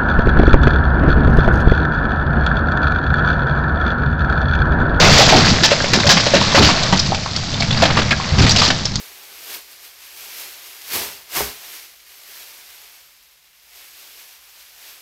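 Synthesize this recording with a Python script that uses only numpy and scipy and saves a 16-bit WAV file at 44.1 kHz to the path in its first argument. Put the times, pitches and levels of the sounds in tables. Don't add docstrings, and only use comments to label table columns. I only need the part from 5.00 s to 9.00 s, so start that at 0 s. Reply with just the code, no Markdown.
import sys
import numpy as np
from scipy import signal
from scipy.fft import rfft, irfft
from scipy.io import wavfile

SR = 44100
rng = np.random.default_rng(int(sys.argv[2]) if len(sys.argv) > 2 else 0)


def persist_wave(psi):
    counts = np.round(np.clip(psi, -1, 1) * 32767).astype(np.int16)
    wavfile.write(sys.argv[1], SR, np.atleast_2d(counts).T)


N = 176400
TIME = np.arange(N) / SR

# (time [s], clatter level [dB], splinter level [dB])
DEBRIS_LEVELS = [(0.0, -4, -5.5), (0.26, -11.5, -9), (0.4, -12.5, -12.5), (0.7, -23, -19),
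                 (0.93, -21, -18.5), (1.14, -22, -18), (1.65, -16.5, -15), (1.8, -18.5, -17.5),
                 (2.21, -29.5, -25), (2.45, -29.5, -23.5), (2.7, -26, -24), (2.85, -20, -20.5),
                 (2.99, -22, -23.5), (3.16, -26.5, -24), (3.41, -22, -23.5), (3.56, -24, -20),
                 (3.79, -28.5, -22.5), (4.0, -36.5, -31)]
# (frequency [Hz], level [dB])
CLATTER_TONE = [(250, -4.5), (420, -8.5), (650, 0.5), (900, -5), (1500, -4), (2500, -5.5), (4000, -11.5),
                (8000, -33)]
# (frequency [Hz], level [dB])
SNAP_TONE = [(800, -8), (2200, -36), (3300, -5.5), (4700, 0.5), (5800, -6.5), (7200, -15), (10000, -7.5)]
# (time [s], level [dB])
RUMBLE_SWELLS = [(0.0, -12), (0.36, -17), (0.46, -18), (0.6, -23.5), (0.72, -26), (1.17, -24.5),
                 (2.08, -25), (2.25, -29.5), (2.47, -27.5), (2.8, -19.5), (2.94, -21), (3.15, -27.5),
                 (3.34, -29.5), (3.54, -20), (3.73, -27), (4.0, -26.5)]
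# (frequency [Hz], level [dB])
RUMBLE_TONE = [(12, 3), (25, -12.5), (50, -4.5), (90, 1.5), (140, 1.5), (210, -2.5), (320, -16.5),
               (500, -27.5), (1500, -28), (6000, -66)]
# (time [s], tear length [s], woody body level [dB], bright snap level [dB])
TIMBER_CRACKS = [(.002, 0.15, -34, -28), (0.116, 0.091, -17.5, -12), (0.181, 0.044, -9.5, -6),
                 (0.289, 0.014, -9.5, -8), (0.324, 0.01, -11.5, -16), (0.361, 0.024, -13, -13.5),
                 (0.451, 0.059, -21, -16), (.634, 0.024, -10, -2.5), (0.706, 0.027, -15, -14.5),
                 (.844, 0.001, -17, -22), (0.934, 0.0059, -7, -1.5), (.955, 0.0061, -22, -13.5),
                 (1.001, 0.0035, -15, -15), (1.067, 0.0068, -11.5, -7.5), (1.091, 0.031, -5, 0),
                 (1.169, 0.01, -10.5, -14), (1.201, .012, -25, -14), (1.264, 0.012, -21, -17.5),
                 (1.337, 0.034, -12, -14.5), (1.412, 0.018, -33, -23), (1.547, 0.05, -12, -11.5),
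                 (1.621, 0.037, -12.5, -10.5), (1.665, 0.049, -15.5, -16), (1.832, .003, -25, -13),
                 (1.925, 0.012, -14, -17.5), (1.973, 0.0012, -31, -14), (1.993, 0.0053, -33, -14),
                 (2.07, 0.0027, -41, -19.5), (2.146, 0.0011, -18.5, -14.5), (2.362, 0.0014, -30, -10),
                 (2.387, 0.00093, -37, -29), (2.538, 0.0036, -36, -25), (2.605, 0.0048, -28, -18),
                 (2.623, 0.0065, -27, -20), (2.707, 0.0026, -19.5, -25), (2.727, 0.0011, -24, -19),
                 (2.773, 0.0025, -23, -19.5), (2.821, .02, -11.5, -13), (2.853, 0.008, -12, -16.5),
                 (2.904, 0.0061, -16, -45), (2.969, 0.0098, -12, -19), (2.988, 0.012, -18, -19.5),
                 (3.019, 0.003, -19.5, -24), (3.108, 0.016, -14, -19.5), (3.383, 0.067, -17.5, -16),
                 (3.464, .025, -19, -17.5), (3.494, 0.0029, -20, -5), (3.508, 0.012, -22, -11),
                 (3.561, .009, -17.5, -10), (3.584, 0.021, -17.5, -11), (3.616, 0.017, -15, -12),
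                 (3.636, 0.034, -19.5, -14), (3.676, 0.014, -21, -16), (3.703, 0.0046, -11.5, -14),
                 (3.853, .009, -48, -19.5), (3.956, .001, -31, -12.5)]
# (frequency [Hz], level [dB])
WOODY_TONE = [(200, -30), (500, -3), (1000, -4.5), (1800, -4.5), (2700, -4), (4000, -6), (8000, -47)]
# (time [s], pitch [Hz], peak level [dB], ring time to -60 dB [s])
BOARD_KNOCKS = [(.046, 581, 1, 0.075), (.192, 565, 7, 0.065), (.205, 777, 9, 0.039),
                (.325, 754, 16.5, 0.027), (.378, 335, -1.5, 0.042), (0.625, 350, -13, 0.059),
                (.636, 1746, 0.5, 0.041), (0.717, 572, 3, 0.051), (0.804, 1630, -6, 0.029),
                (.842, 574, -8, 0.041), (.931, 269, -4, 0.07), (.974, 356, -6, 0.016),
                (1.045, 576, -9, 0.15), (1.085, 782, -3.5, 0.036), (1.099, 1650, 2, 0.059),
                (1.172, 1093, -10, .05), (1.2, 580, -15, 0.051), (1.267, 582, -6, 0.07),
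                (1.337, 569, 4.5, 0.05), (1.415, 990, -3.5, 0.019), (1.526, 1030, -9, 0.031),
                (1.547, 554, -0.5, 0.082), (1.577, 910, 2, .05), (1.581, 1140, 3, .05),
                (1.597, 420, -3, .06), (1.69, 980, -1.5, 0.023), (1.927, 187, 0, 0.074),
                (1.928, 966, 3, 0.013), (1.993, 5130, -4.5, .04), (2.121, 797, -6, 0.04),
                (2.129, 910, -10.5, 0.041), (2.261, 1090, -9, 0.018), (2.362, 4390, -6, .022),
                (2.543, 3580, -11, 0.03), (2.604, 4380, -9.5, .04), (2.607, 680, -14, 0.09),
                (2.623, 2286, -6.5, 0.036), (2.708, 3450, -8.5, .03), (2.729, 3700, -8, 0.022),
                (2.774, 4660, -10, .03), (2.825, 780, 1, 0.044), (2.829, 652, 5.5, .06),
                (2.903, 1070, -9.5, .03), (2.973, 1140, -2.5, .04), (2.99, 1180, -6, 0.026),
                (3.111, 2190, -2.5, 0.033), (3.128, 1660, -5.5, 0.036), (3.2, 1080, -10.5, 0.034),
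                (3.468, 1930, -5.5, 0.034), (3.519, 5740, 0, 0.014), (3.562, 2860, -0.5, 0.033),
                (3.619, 1184, 1, 0.028), (3.703, 1790, -1.5, 0.022), (3.855, 5350, -2, 0.021)]
# (frequency [multiple of its pitch], level [dB])
BOARD_MODES = [(1, 1), (1.13, -7), (0.862, -11), (1.62, -19), (2.301, -40), (3.4, -12.5)]
# (time [s], pitch [Hz], level [dB], decay time [s])
DECK_THUDS = [(0.101, 140, -17, 0.024), (0.319, 194, -5, 0.057), (0.511, 131, -8, 0.031),
              (0.537, 69.5, -18, 0.025), (.6, 129, -14, 0.026), (0.928, 181, -9.5, 0.053),
              (1.059, 127, -10, 0.081), (1.334, 167, -12.5, 0.065), (1.571, 184, -6.5, 0.075),
              (1.579, 75, -8, 0.083), (1.926, 167, -8.5, 0.018), (2.088, 107, -8, 0.0093),
              (2.85, 218, -18.5, 0.037), (2.975, 218, -18, 0.046), (3.111, 174, -15, 0.025),
              (3.32, 84, -8, 0.047), (3.378, 113, -1.5, 0.064), (3.386, 178, -5, 0.048),
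              (3.394, 45, -15, 0.077), (3.675, 218, -18, 0.037)]


def from_db(db):
    return 10 ** (np.asarray(db) / 20)


def unit_rms(x):
    return x / np.sqrt(np.mean(x ** 2) + 1e-20)


def in_time(rows):
    times, *columns = np.transpose(rows)
    return [np.interp(TIME, times, column) for column in columns]


def gain_at(tone, hz):
    points_hz, db = np.transpose(tone)
    return from_db(np.interp(np.log(hz + 1), np.log(points_hz), db))


def colour(x, tone):
    size = 2 * N
    gains = unit_rms(gain_at(tone, np.arange(N + 1) * SR / size))
    cepstrum = irfft(np.log(gains))
    cepstrum[1:N] *= 2
    cepstrum[N + 1:] = 0
    return irfft(rfft(x, size) * np.exp(rfft(cepstrum)))[:N]


def ring(clicks, hz, t60):
    radius = np.exp(-np.log(1000) / (t60 * SR))
    angle = 2 * np.pi * hz / SR
    return signal.lfilter([0, np.sin(angle)], [1, -2 * radius * np.cos(angle), radius ** 2], clicks + 1e-18)


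def add(out, start_s, sound):
    start = int(start_s * SR)
    out[start:start + len(sound)] += sound[:N - start]


def fragments(low_hz, high_hz, tone, per_s, ring_cycles, count=48, spread_db=2.9):
    strengths = from_db(spread_db * np.minimum(rng.exponential(1, N), 5)) * rng.choice([-1, 1], N)
    clicks = strengths * (rng.random(N) < per_s / SR)
    piece_hit = rng.integers(0, count, N)
    pitches = np.geomspace(low_hz, high_hz, count) * rng.uniform(.98, 1.02, count)
    pieces = sum(hz * gain_at(tone, hz) * ring(clicks * (piece_hit == piece), hz, ring_cycles / hz)
                 for piece, hz in enumerate(pitches))
    wash = colour(rng.standard_normal(N), tone)
    return unit_rms(unit_rms(pieces) + wash)


def debris(trim_db=-2):
    clatter_db, splinter_db = in_time(DEBRIS_LEVELS)
    clatter = fragments(373, 2850, CLATTER_TONE, per_s=700, ring_cycles=11)
    splinters = fragments(2360, 7480, SNAP_TONE, per_s=2200, ring_cycles=13)
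    return from_db(trim_db) * (from_db(clatter_db) * clatter + from_db(splinter_db) * splinters)


def rumble(trim_db=3):
    level_db, = in_time(RUMBLE_SWELLS)
    return from_db(trim_db + level_db) * colour(rng.standard_normal(N), RUMBLE_TONE)


def cracks(decay_s=0.0064, first_snap_db=13):
    starts, lengths, woody_db, snap_db = np.transpose(TIMBER_CRACKS)
    out, t = np.zeros(N), TIME[:SR // 4]
    layers = (woody_db, WOODY_TONE, 600, 3400), (snap_db, SNAP_TONE, 2300, 8000)
    for levels_db, tone, low_hz, high_hz in layers:
        tearing, first_snaps = np.zeros(N), np.zeros(N)
        for start_s, tear_s, gain in zip(starts, lengths, from_db(levels_db)):
            add(tearing, start_s, gain * np.exp(-np.maximum(t - tear_s, 0) / decay_s))
            add(first_snaps, start_s, np.array([gain]))
        fibres = fragments(low_hz, high_hz, tone, per_s=2500, ring_cycles=29.4)
        out += tearing * fibres + from_db(first_snap_db) * colour(first_snaps, tone)
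    return out


def knocks(rattle_db=-30, rattle_decay_s=.01):
    out, t = np.zeros(N), TIME[:SR // 4]
    for start_s, hz, db, t60 in BOARD_KNOCKS:
        contact = from_db(rattle_db) * rng.standard_normal(len(t)) * np.exp(-t / rattle_decay_s)
        contact[0] = 1
        board = sum(from_db(mode_db) * ring(contact, hz * ratio, t60 / ratio)
                    for ratio, mode_db in BOARD_MODES)
        add(out, start_s, from_db(db) * board / np.abs(board).max())
    return out


def thuds(attack_s=0.0061, band_ratio=1.6):
    out, t = np.zeros(N), TIME[:SR // 2]
    for start_s, hz, db, decay_s in DECK_THUDS:
        band = signal.butter(2, [hz / band_ratio, hz * band_ratio], "band", fs=SR, output="sos")
        shudder = signal.sosfilt(band, rng.standard_normal(SR))[-len(t):]
        envelope = (1 - np.exp(-t / attack_s)) * np.exp(-t / decay_s)
        envelope_rms = np.sqrt(np.mean(envelope ** 2))
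        add(out, start_s, from_db(db) * envelope_rms * unit_rms(shudder * envelope))
    return out


def yard_echoes(x, predelay_s=0.015, t60=0.21, wet_db=-14):
    t = TIME[:SR // 2]
    tail = rng.standard_normal(len(t)) * (t > predelay_s) * np.exp(-np.log(1000) * t / t60)
    return from_db(wet_db) * signal.fftconvolve(x, tail / np.linalg.norm(tail))[:N]


def overload(x, ceiling, hardness=11.7):
    return x / (1 + np.abs(x / ceiling) ** hardness) ** (1 / hardness)


def scene():
    blows = cracks() + knocks()
    return (blows + yard_echoes(blows) + thuds() + debris() + rumble())[None]


def record(dry):
    treble_cut = signal.butter(18, 7607, fs=SR, output="sos")
    final_lowpass = signal.ellip(10, .1, 80, 15900, fs=SR, output="sos")
    dulled = signal.sosfilt(treble_cut, overload(dry, ceiling=0.65))
    return signal.sosfilt(final_lowpass, overload(dulled, ceiling=.76))


dry = scene()
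out = record(dry)
persist_wave(out)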